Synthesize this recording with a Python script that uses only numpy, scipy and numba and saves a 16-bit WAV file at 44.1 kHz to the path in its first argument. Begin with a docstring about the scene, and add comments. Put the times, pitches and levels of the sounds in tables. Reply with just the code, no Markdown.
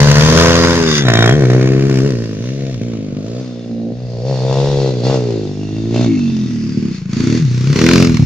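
"""Open field with a low wall. A small single-cylinder four-stroke dirt bike rides away, returns,
and brakes close by. Each firing rings the exhaust and lets out a puff of gas; valves and chain
rattle in the casing. Ground and wall return echoes; distance dulls the treble. Wind brushes the
two microphone ports, and the loudest firings overload the input."""
import sys
import numpy as np
from scipy import signal
from scipy.io import wavfile
from scipy.ndimage import uniform_filter1d, map_coordinates
from numba import njit

SR = 44100
rng = np.random.default_rng(int(sys.argv[2]) if len(sys.argv) > 2 else 0)


def store_pcm(level_fs):
    """Save levels as 16-bit WAV."""
    pcm = np.round(np.clip(level_fs, -1, 1) * 32767).astype(np.int16)
    wavfile.write(sys.argv[1], SR, np.atleast_2d(pcm).T)


N = 363825

# Firing rate: t/s, f/Hz
FIRING_RATE = [(0, 71.6), (.14, 72.4), (.41, 83.3), (.76, 85), (.97, 73.6), (1.11, 57), (1.46, 62),
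               (1.88, 69.2), (1.95, 65.7), (2.23, 56.8), (2.35, 53), (2.55, 68), (2.7, 65.6), (2.77, 56),
               (2.88, 59), (3.07, 50.5), (3.14, 45), (3.25, 55), (3.41, 64.6), (3.55, 59.3), (3.85, 57),
               (3.99, 62.3), (4.17, 58.6), (4.69, 70.9), (4.89, 66.3), (5.0, 59), (5.1, 67.7), (5.48, 49.4),
               (5.78, 54.2), (6.03, 61), (6.19, 48.5), (6.64, 37), (6.89, 34.2), (6.97, 28.2), (7.1, 28.4),
               (7.24, 30), (7.31, 38.6), (7.4, 41.3), (7.48, 30), (7.56, 30), (7.64, 31), (7.72, 36.4),
               (7.8, 39.2), (7.97, 44.8), (8.04, 43), (8.14, 39.6), (8.25, 32.6)]
# Moments on which a firing is timed: t/s
FIRING_ANCHORS = [1.103, 1.312, 1.455, 2.391, 2.798, 2.868, 5.039, 6.776, 6.855, 7.133, 7.273, 7.73, 7.791,
                  8.003]
# Rear wheel skips a bump, engine races: t/s, added rate/Hz
WHEEL_HOPS = [(1.361, 13), (2.068, 9.6), (4.291, 7.3)]
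# Throttle: open/s, close/s, gas boost/dB
THROTTLE_BURSTS = [(-.1, .76, 2.5), (1.04, 1.3, 8.5), (1.47, 1.58, 3), (1.9, 2.06, 2), (2.4, 2.72, 2.5),
                   (2.78, 2.95, 2), (3.22, 3.41, 2.5), (4.24, 4.87, 6), (5.02, 5.16, 10), (5.91, 6.04, 9.5),
                   (7.08, 7.38, 10.5), (7.73, 8.03, 9.5)]
# Engine stumbles: start/s, stop/s, added scatter/dB
STUMBLES = [(2.34, 2.36, 8.5), (2.77, 2.8, 9.5), (3.08, 3.15, 5), (6.7, 7.05, 3), (8.12, 8.25, 2)]
# Levels, throttle shut: t/s, boom/dB, ring/dB, bark/dB, howl/dB, gas/dB, rattle/dB
SHUT_LEVELS = [(0, -9, -25, -18, -29.5, -24.5, -25.5), (.4, -11, -25, -17.5, -31.5, -19, -22),
               (.79, -18, -19, -19.5, -31, -24.5, -27), (.99, -18, -24, -27, -51, -28, -20),
               (1.06, -16.5, -23.5, -22, -31, -29, -54), (1.4, -11, -26, -21, -31, -32, -41),
               (2.0, -14.5, -22.5, -22.5, -38.5, -33.5, -40.5), (2.3, -22.5, -26, -31, -69, -47, -40.5),
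               (2.7, -23.5, -30.5, -33.5, -67, -46.5, -46), (2.77, -20.5, -30.5, -36.5, -64, -45, -44.5),
               (2.9, -25.5, -21.5, -34.5, -65, -45.5, -50.5), (3.15, -26, -27, -39.5, -61, -46.5, -50.5),
               (3.4, -25.5, -30, -31, -78, -46.5, -47), (3.46, -30.5, -31, -39, -59, -46.5, -45.5),
               (3.9, -28, -28, -34, -54, -70, -52.5), (3.97, -24, -40, -39.5, -57, -74, -49.5),
               (4.2, -19.5, -43.5, -27.5, -48, -69, -44), (4.6, -16, -63, -22, -39, -58, -36.5),
               (5.0, -18, -30.5, -23.5, -44.5, -46, -38.5), (5.3, -19.5, -31.5, -24.5, -41, -46, -38.5),
               (5.55, -24, -30, -29.5, -45, -64, -44), (6.0, -19, -23, -27.5, -40.5, -43, -41.5),
               (6.22, -22.5, -24.5, -34, -47, -45, -39.5), (6.9, -26, -20, -32, -57, -43, -43),
               (6.96, -33, -30, -43, -83, -45, -38), (7.06, -31, -29, -44, -63, -50, -53.5),
               (7.2, -20, -19.5, -27.5, -63, -40, -44.5), (7.34, -20.5, -21, -27, -59, -41, -42.5),
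               (7.45, -24, -30, -41.5, -75, -40.5, -40.5), (7.9, -18, -13, -22.5, -51, -28.5, -32),
               (8.12, -10.5, -16, -31, -49, -31, -33), (8.25, -12.5, -26, -74, -62, -37, -39.5)]
# Silencer boom: f/Hz, width/Hz, level/dB
SILENCER_MODES = [(124.7, 39.5, 18), (72.5, 18, -21)]
# Pipe ring: t/s, f/Hz, width/Hz
PIPE_RING = [(0, 239, 98), (6.0, 244, 85.7), (6.85, 217, 60), (7.03, 171, 28), (7.25, 252, 65),
             (7.55, 203.5, 61), (8.25, 234, 91)]
# Tailpipe as the gas heats and the bike turns: t/s, bark/Hz, howl/Hz, crack/dB
TAILPIPE = [(0, 486, 950, -31), (.6, 507, 1080, -27), (.95, 435, 795, -39), (1.08, 393, 656, -29),
            (1.35, 370, 675, -30), (2.2, 395, 640, -41.5), (2.6, 489, 640, -54), (4.3, 481, 827, -68),
            (4.55, 478, 894, -69), (4.96, 398, 770, -66), (5.1, 469, 813, -61), (5.45, 347, 730, -72),
            (5.8, 351, 610, -69), (6.9, 330, 566, -73), (8.25, 398, 630, -57)]
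# Tailpipe crack: f/Hz, width/Hz, level/dB
CRACK_MODES = [(1008, 130, -7), (1495, 110, -1.5), (1830, 120, 2.5), (2350, 180, -11.5), (3100, 140, -8),
               (3800, 160, -6.5)]
# Pipe sings: start/s, stop/s, level/dB
SINGING_SPANS = [(0.268, 0.355, -10.5), (0.422, 0.752, -19), (0.763, 0.998, -20.5), (1.44, 2.09, -28),
                 (3.676, 3.912, -17.5), (4.216, 4.366, -28), (4.399, 4.869, -29), (5.093, 5.462, -27),
                 (5.558, 5.919, -32), (6.06, 6.301, -11), (6.068, 6.234, -19.5), (6.298, 6.445, -13.5),
                 (6.47, 6.679, -14.5), (6.69, 6.92, -28), (7.389, 7.721, -9.5)]
# Firing harmonic sung in each span: order
SINGING_ORDERS = [3, 6, 5, 6, 4, 8, 7, 7, 6, 5, 6, 5, 6, 5, 4]
# Gas noise: f/Hz, width/Hz, level/dB
GAS_BANDS = [(1085, 670, -3.5), (1650, 570, -4.5), (2207, 430, -1.5), (5300, 6100, -8.5)]
# Casing resonances: f/Hz, width/Hz, level/dB
CASING_MODES = [(1953, 50, -6.5), (2730, 70, -4.5), (3617, 98, -3), (4210, 220, -3), (4717, 160, -3),
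                (5280, 54, -3.5), (5800, 54, -8.5), (6280, 47, -8.5)]
# Single casing rings that stand out: start/s, stop/s, f/Hz, level/dB
CASING_RINGS = [(.8, .93, 1183, -30.5), (0.796, 1, 1564, -30), (.87, 0.997, 1940, -28),
                (0.838, 1.003, 3570, -22), (.87, 0.996, 6090, -26), (1.037, 1.236, 3780, -22),
                (1.126, 1.317, 3260, -25.5), (5.58, 5.78, 2700, -46), (5.92, 6.038, 4150, -41),
                (6.03, 6.301, 2740, -42), (6.028, 6.152, 2250, -40.5), (6.24, 6.45, 3600, -43.5)]
# Bike to ports: t/s, ground echo/ms, left lag/samples, wall echo/ratio, bass loss/ratio, top loss/ratio
SOUND_PATH = [(0, 0.65, 4.5, 0.12, 0.095, .05), (1, 0.59, 5, 0.048, 0.14, 0.32),
              (2, 0.39, 4.5, 0.077, 0.36, 0.15), (3.4, 0.25, 3, 0.11, 0.47, 0.64),
              (3.42, 0.24, -1.5, 0.12, 1, 0.82), (6, 0.27, -1.2, 0.11, 0.26, 0.85),
              (6.85, 0.42, -1.5, 0.32, 0.14, 0.8), (7.5, 0.47, 0, .4, 0.13, 0.9),
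              (7.85, 0.75, 1, 0.65, 0.08, 0.071)]

BOOM_PULL, RING_PULL, BARK_PULL, SNARL_PULL, RATTLE_PULL = 0.36, 0.11, 0.54, 1.36, 0.85  # dB/throttle dB
HOP_S, OPEN_S, CLOSE_S, STUMBLE_S = 0.08, 0.035, 0.056, 0.048
BARK_WIDTH_HZ, HOWL_WIDTH_HZ, CASING_RING_WIDTH_HZ = 159, 203, 125
CRACK_LAG_S, PUFF_LAG_S, WALL_LAG_S = 0.00188, 0.002585, 0.01204
BEHIND_UNTIL_S = 3.41  # casing modes are twice as wide from behind
SCATTER_DB, BALANCE_DB, WIND_DB, RUMBLE_DB, FIELD_DB = 1.1, 0.8, -52, -16, -54
BASS_HZ, PORT_HZ, AIR_HZ, TOP_HZ = 69.5, 6580, 9000, 15500


def exhaust(since_s, size, bark_hz):
    """A pressure blow per firing, rough with turbulence, rings silencer, pipe and tailpipe."""
    blow = size * since_s / 0.0011 * np.exp(-since_s / 0.00042) + undb(-28.5) * rng.standard_normal(N)
    ring_hz, ring_width_hz = columns(PIPE_RING)
    pipe = [(ring_hz, ring_width_hz, 0)]
    tailpipe = [(bark_hz, BARK_WIDTH_HZ, 0), (1.386 * bark_hz, BARK_WIDTH_HZ, -10)]
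    return [even(resonate(blow, modes, steep=True)) for modes in (SILENCER_MODES, pipe, tailpipe)]


def firing_rate(stumble_db):
    """Engine rate/Hz: races on hops, wavers in stumbles, nudged to fire near each anchor."""
    hz = columns(FIRING_RATE)[0] + swells([(t - HOP_S, t, up) for t, up in WHEEL_HOPS], HOP_S, HOP_S)
    hz = hz * (1 + .012 * stumble_db * walk(25))
    anchors = np.r_[0, np.array(FIRING_ANCHORS) - 2 * PUFF_LAG_S] * SR
    slip_turns = np.unwrap(-np.interp(anchors, np.arange(N), np.cumsum(hz) / SR), period=1)
    return hz + np.gradient(np.interp(np.arange(N), anchors, slip_turns)) * SR


@njit
def fire(hz, pace):
    """Cycle index and time since firing; each cycle runs at its own pace."""
    cycle, since_s = np.zeros(len(hz), np.int64), np.empty(len(hz))
    phase, k, t = 0., 0, 0.
    for i in range(len(hz)):
        phase, t = phase + hz[i] * pace[k] / SR, t + 1 / SR
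        if phase >= 1:
            phase, k = phase - 1, k + 1
            t = phase / hz[i]
        cycle[i], since_s[i] = k, t
    return cycle, since_s


def snarl(since_s, size, howl_hz):
    """Each steep pressure front gives a hollow howl and a hard tailpipe crack."""
    front = size * np.exp(-since_s / .0001)
    howl = even(resonate(front, [(howl_hz, HOWL_WIDTH_HZ, 0)], steep=True))
    return howl, even(resonate(front, CRACK_MODES))


def singing(turns):
    """Firing harmonics swell in the pipe and choke off."""
    return sum(swells([(start, stop, undb(db))], 0.031, 0.0092) * np.sin(2 * np.pi * order * turns)
               for (start, stop, db), order in zip(SINGING_SPANS, SINGING_ORDERS))


def gas(since_s, size, flow):
    """Noise bursts as the exhaust valve opens, over steadier flow; band levels wander."""
    puff = (size * (since_s / 0.0011) ** 2 * np.exp(-since_s / 0.0011) + flow) * rng.standard_normal(N)
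    return even(resonate(puff, [(hz, width, db + 2.55 * walk(4.4)) for hz, width, db in GAS_BANDS]))


def rattle(firing_hz, since_s, size):
    """Two valve ticks per cycle and irregular chain clicks ring the casing."""
    ticks = size * np.exp(-since_s / 0.0024) + 0.18 * np.exp(-np.abs(since_s - .5 / firing_hz) / 0.0078)
    clicks = (ticks + .5) * undb(2.84 * np.minimum(rng.exponential(size=N), 5)) * rng.standard_normal(N)
    spread = np.where(np.arange(N) < BEHIND_UNTIL_S * SR, 2, 1.)
    modes = sum(undb(db + 4.5 * walk(9)) * bandpass(clicks, hz * (1 + 0.024 * walk(4)), spread * width)
                for hz, width, db in CASING_MODES)
    return even(modes + undb(-9.5) * bandpass(clicks, 2900, 5700))


def casing_rings(since_s):
    """One knock per cycle over dense clicks drives narrow rings that come and go."""
    clicks = 7.3 * np.exp(-since_s / .0001) + (np.exp(-since_s / 0.004) + 0.52) * rng.standard_normal(N)
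    out = 0
    for start, stop, hz, db in CASING_RINGS:
        ring = resonate(clicks, [(hz * (1 + 0.018 * walk(8)), CASING_RING_WIDTH_HZ, 0)], steep=True)
        out = out + swells([(start, stop, undb(db))], 0.024, 0.052) * even(ring)
    return out


def ground_bounce(x, echo_ms):
    """Direct sound plus ground echo, both late by the puff lag."""
    return delay(x + 0.17 * delay(x, echo_ms * SR / 1000), PUFF_LAG_S * SR)


def wind_and_field(engine_db):
    """Wind on both ports, rumble tracking the engine level, faint field hiss."""
    def noise(hz, width_hz, span_s):
        return even(resonate(rng.standard_normal(N), [(hz, width_hz, 0)], steep=True), span_s)

    gain = undb(WIND_DB) + undb(engine_db + RUMBLE_DB)
    wind = np.array([gain * undb(1.8 * walk(4)) * noise(28, 14, 1.0) for _ in range(2)])
    hiss = np.array([undb(FIELD_DB) * noise(2500, 3200, 0.93) for _ in range(2)])
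    return wind.sum(axis=0) + .6 * wind + hiss


def undb(db):
    """dB to gain."""
    return 10 ** (np.asarray(db) / 20)


def columns(table):
    """Table columns interpolated per sample."""
    times_s, *values = np.transpose(table)
    return [np.interp(np.arange(N) / SR, times_s, column) for column in values]


def swells(rows, rise_s, fall_s):
    """Sum of rise-hold-fall envelopes."""
    t = np.arange(N) / SR
    return sum(size * np.clip(np.minimum((t - start) / rise_s, 1 + (stop - t) / fall_s), 0, 1)
               for start, stop, size in rows)


def walk(rate_hz):
    """Smooth random curve, spread near 1."""
    hold = int(SR / rate_hz)
    steps = np.repeat(rng.standard_normal(N // hold + 1), hold)
    return 1.5 * uniform_filter1d(uniform_filter1d(steps, hold), hold)[:N]


def even(x, span_s=0.23):
    """Running rms set to 1."""
    span = int(span_s * SR)
    return x / np.sqrt(uniform_filter1d(uniform_filter1d(x ** 2, span), span) + 1e-12)


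def delay(x, samples):
    """Moving, interpolated delay."""
    return map_coordinates(x, [np.arange(N) - samples], order=3, mode="nearest")


def resonate(x, modes, steep=False):
    """Sum of resonances in alternating polarity; steep filters twice."""
    out = 0
    for k, (hz, width_hz, db) in enumerate(modes):
        band = bandpass(x, hz, width_hz)
        if steep:
            band = bandpass(band, hz, 1.91 * width_hz)
        out = out + (-1) ** k * undb(db) * band
    return out


def bandpass(x, hz, width_hz):
    """Band-pass; centre and width are numbers or curves."""
    return state_variable(x, np.tan(np.pi * hz / SR) + np.zeros(N), width_hz / hz + np.zeros(N))


@njit
def state_variable(x, tune, damping):
    """Band-pass core, unity peak gain, retuned per sample."""
    y, band, low = np.empty(len(x)), 0., 0.
    for i in range(len(x)):
        v = (band + tune[i] * (x[i] + 1e-18 - low)) / (1 + tune[i] * (tune[i] + damping[i]))
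        band, low, y[i] = 2 * v - band, low + 2 * tune[i] * v, damping[i] * v
    return y


def scene():
    """Bike, echoes and wind at the two ports."""
    boom_db, ring_db, bark_db, howl_db, gas_db, rattle_db = columns(SHUT_LEVELS)
    bark_hz, howl_hz, crack_db = columns(TAILPIPE)
    echo_ms, lag_samples, wall_gain, bass_loss, top_loss = columns(SOUND_PATH)
    throttle_db = swells(THROTTLE_BURSTS, OPEN_S, CLOSE_S)
    ring_db = ring_db + RING_PULL * throttle_db
    bark_db = bark_db + BARK_PULL * throttle_db
    gas_db = gas_db + throttle_db
    rattle_db = rattle_db + RATTLE_PULL * throttle_db

    stumble_db = swells(STUMBLES, STUMBLE_S, STUMBLE_S)
    firing_hz = firing_rate(stumble_db)
    timing_draw, size_draw, edge_draw = rng.standard_normal((N // 300, 3)).T  # per cycle
    pace = 1 + 0.0035 * np.diff(timing_draw, append=0)
    cycle, since_s = fire(firing_hz, pace)
    size = undb((SCATTER_DB + stumble_db) * size_draw[cycle])

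    boom, ring, bark = exhaust(since_s, size, bark_hz * (1 + .03 * walk(5)))
    ring, bark = (undb(1.43 * walk(6)) * voice for voice in (ring, bark))  # slow random level waver
    howl, crack = snarl(since_s, size * undb(1.4 * edge_draw[cycle]), howl_hz)
    front = undb(SNARL_PULL * throttle_db) * (undb(howl_db) * howl + undb(crack_db) * crack)
    pipe = undb(boom_db + BOOM_PULL * throttle_db) * boom - undb(ring_db) * ring + undb(bark_db) * bark
    pipe = pipe + singing(np.cumsum(firing_hz * pace[cycle]) / SR)
    pipe = pipe - bass_loss * bandpass(pipe, 60, 100) - delay(front, CRACK_LAG_S * SR)
    pipe = pipe + wall_gain * delay(pipe, WALL_LAG_S * SR)

    puff = undb(3.53 * edge_draw[cycle]) * (1 - 0.68 * top_loss)  # distance smears the puffs
    flow = 0.15 * undb(-.6 * throttle_db) + 0.18 * bass_loss  # less under load, more far away
    shared = undb(gas_db) * gas(since_s, puff, flow) + undb(rattle_db) * rattle(firing_hz, since_s, puff)
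    shared = ground_bounce(shared + casing_rings(since_s), echo_ms)

    air_highpass = signal.butter(2, AIR_HZ, "high", fs=SR, output="sos")
    ports = []
    for side in (1, -1):  # left, right; walls and tussocks scatter differently to each
        scattered = undb(gas_db - 1) * gas(since_s, puff, flow)
        scattered += undb(rattle_db + 1.5) * rattle(firing_hz, since_s, puff)
        smear = undb(-11) * delay(pipe, SR * (0.012 + 0.002966 * side))
        port = undb(BALANCE_DB * side / 2) * delay(pipe + shared, lag_samples * side / 2)
        port = port + ground_bounce(scattered, echo_ms) + smear
        ports.append(port - top_loss * signal.sosfiltfilt(air_highpass, port))
    return np.array(ports) + wind_and_field(np.maximum(boom_db, ring_db))


def record(dry):
    """Microphone: bass roll-off, treble shelf, input clipping, top cut."""
    x = signal.sosfilt(signal.butter(2, BASS_HZ, "high", fs=SR, output="sos"), dry)
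    x = signal.sosfilt(signal.butter(8, PORT_HZ, fs=SR, output="sos"), x) + undb(-13.5) * x
    x = np.clip(x, -1, 1)
    return signal.sosfilt(signal.ellip(8, .2, 70, TOP_HZ, fs=SR, output="sos"), x)


dry = scene()
out = record(dry)
store_pcm(out)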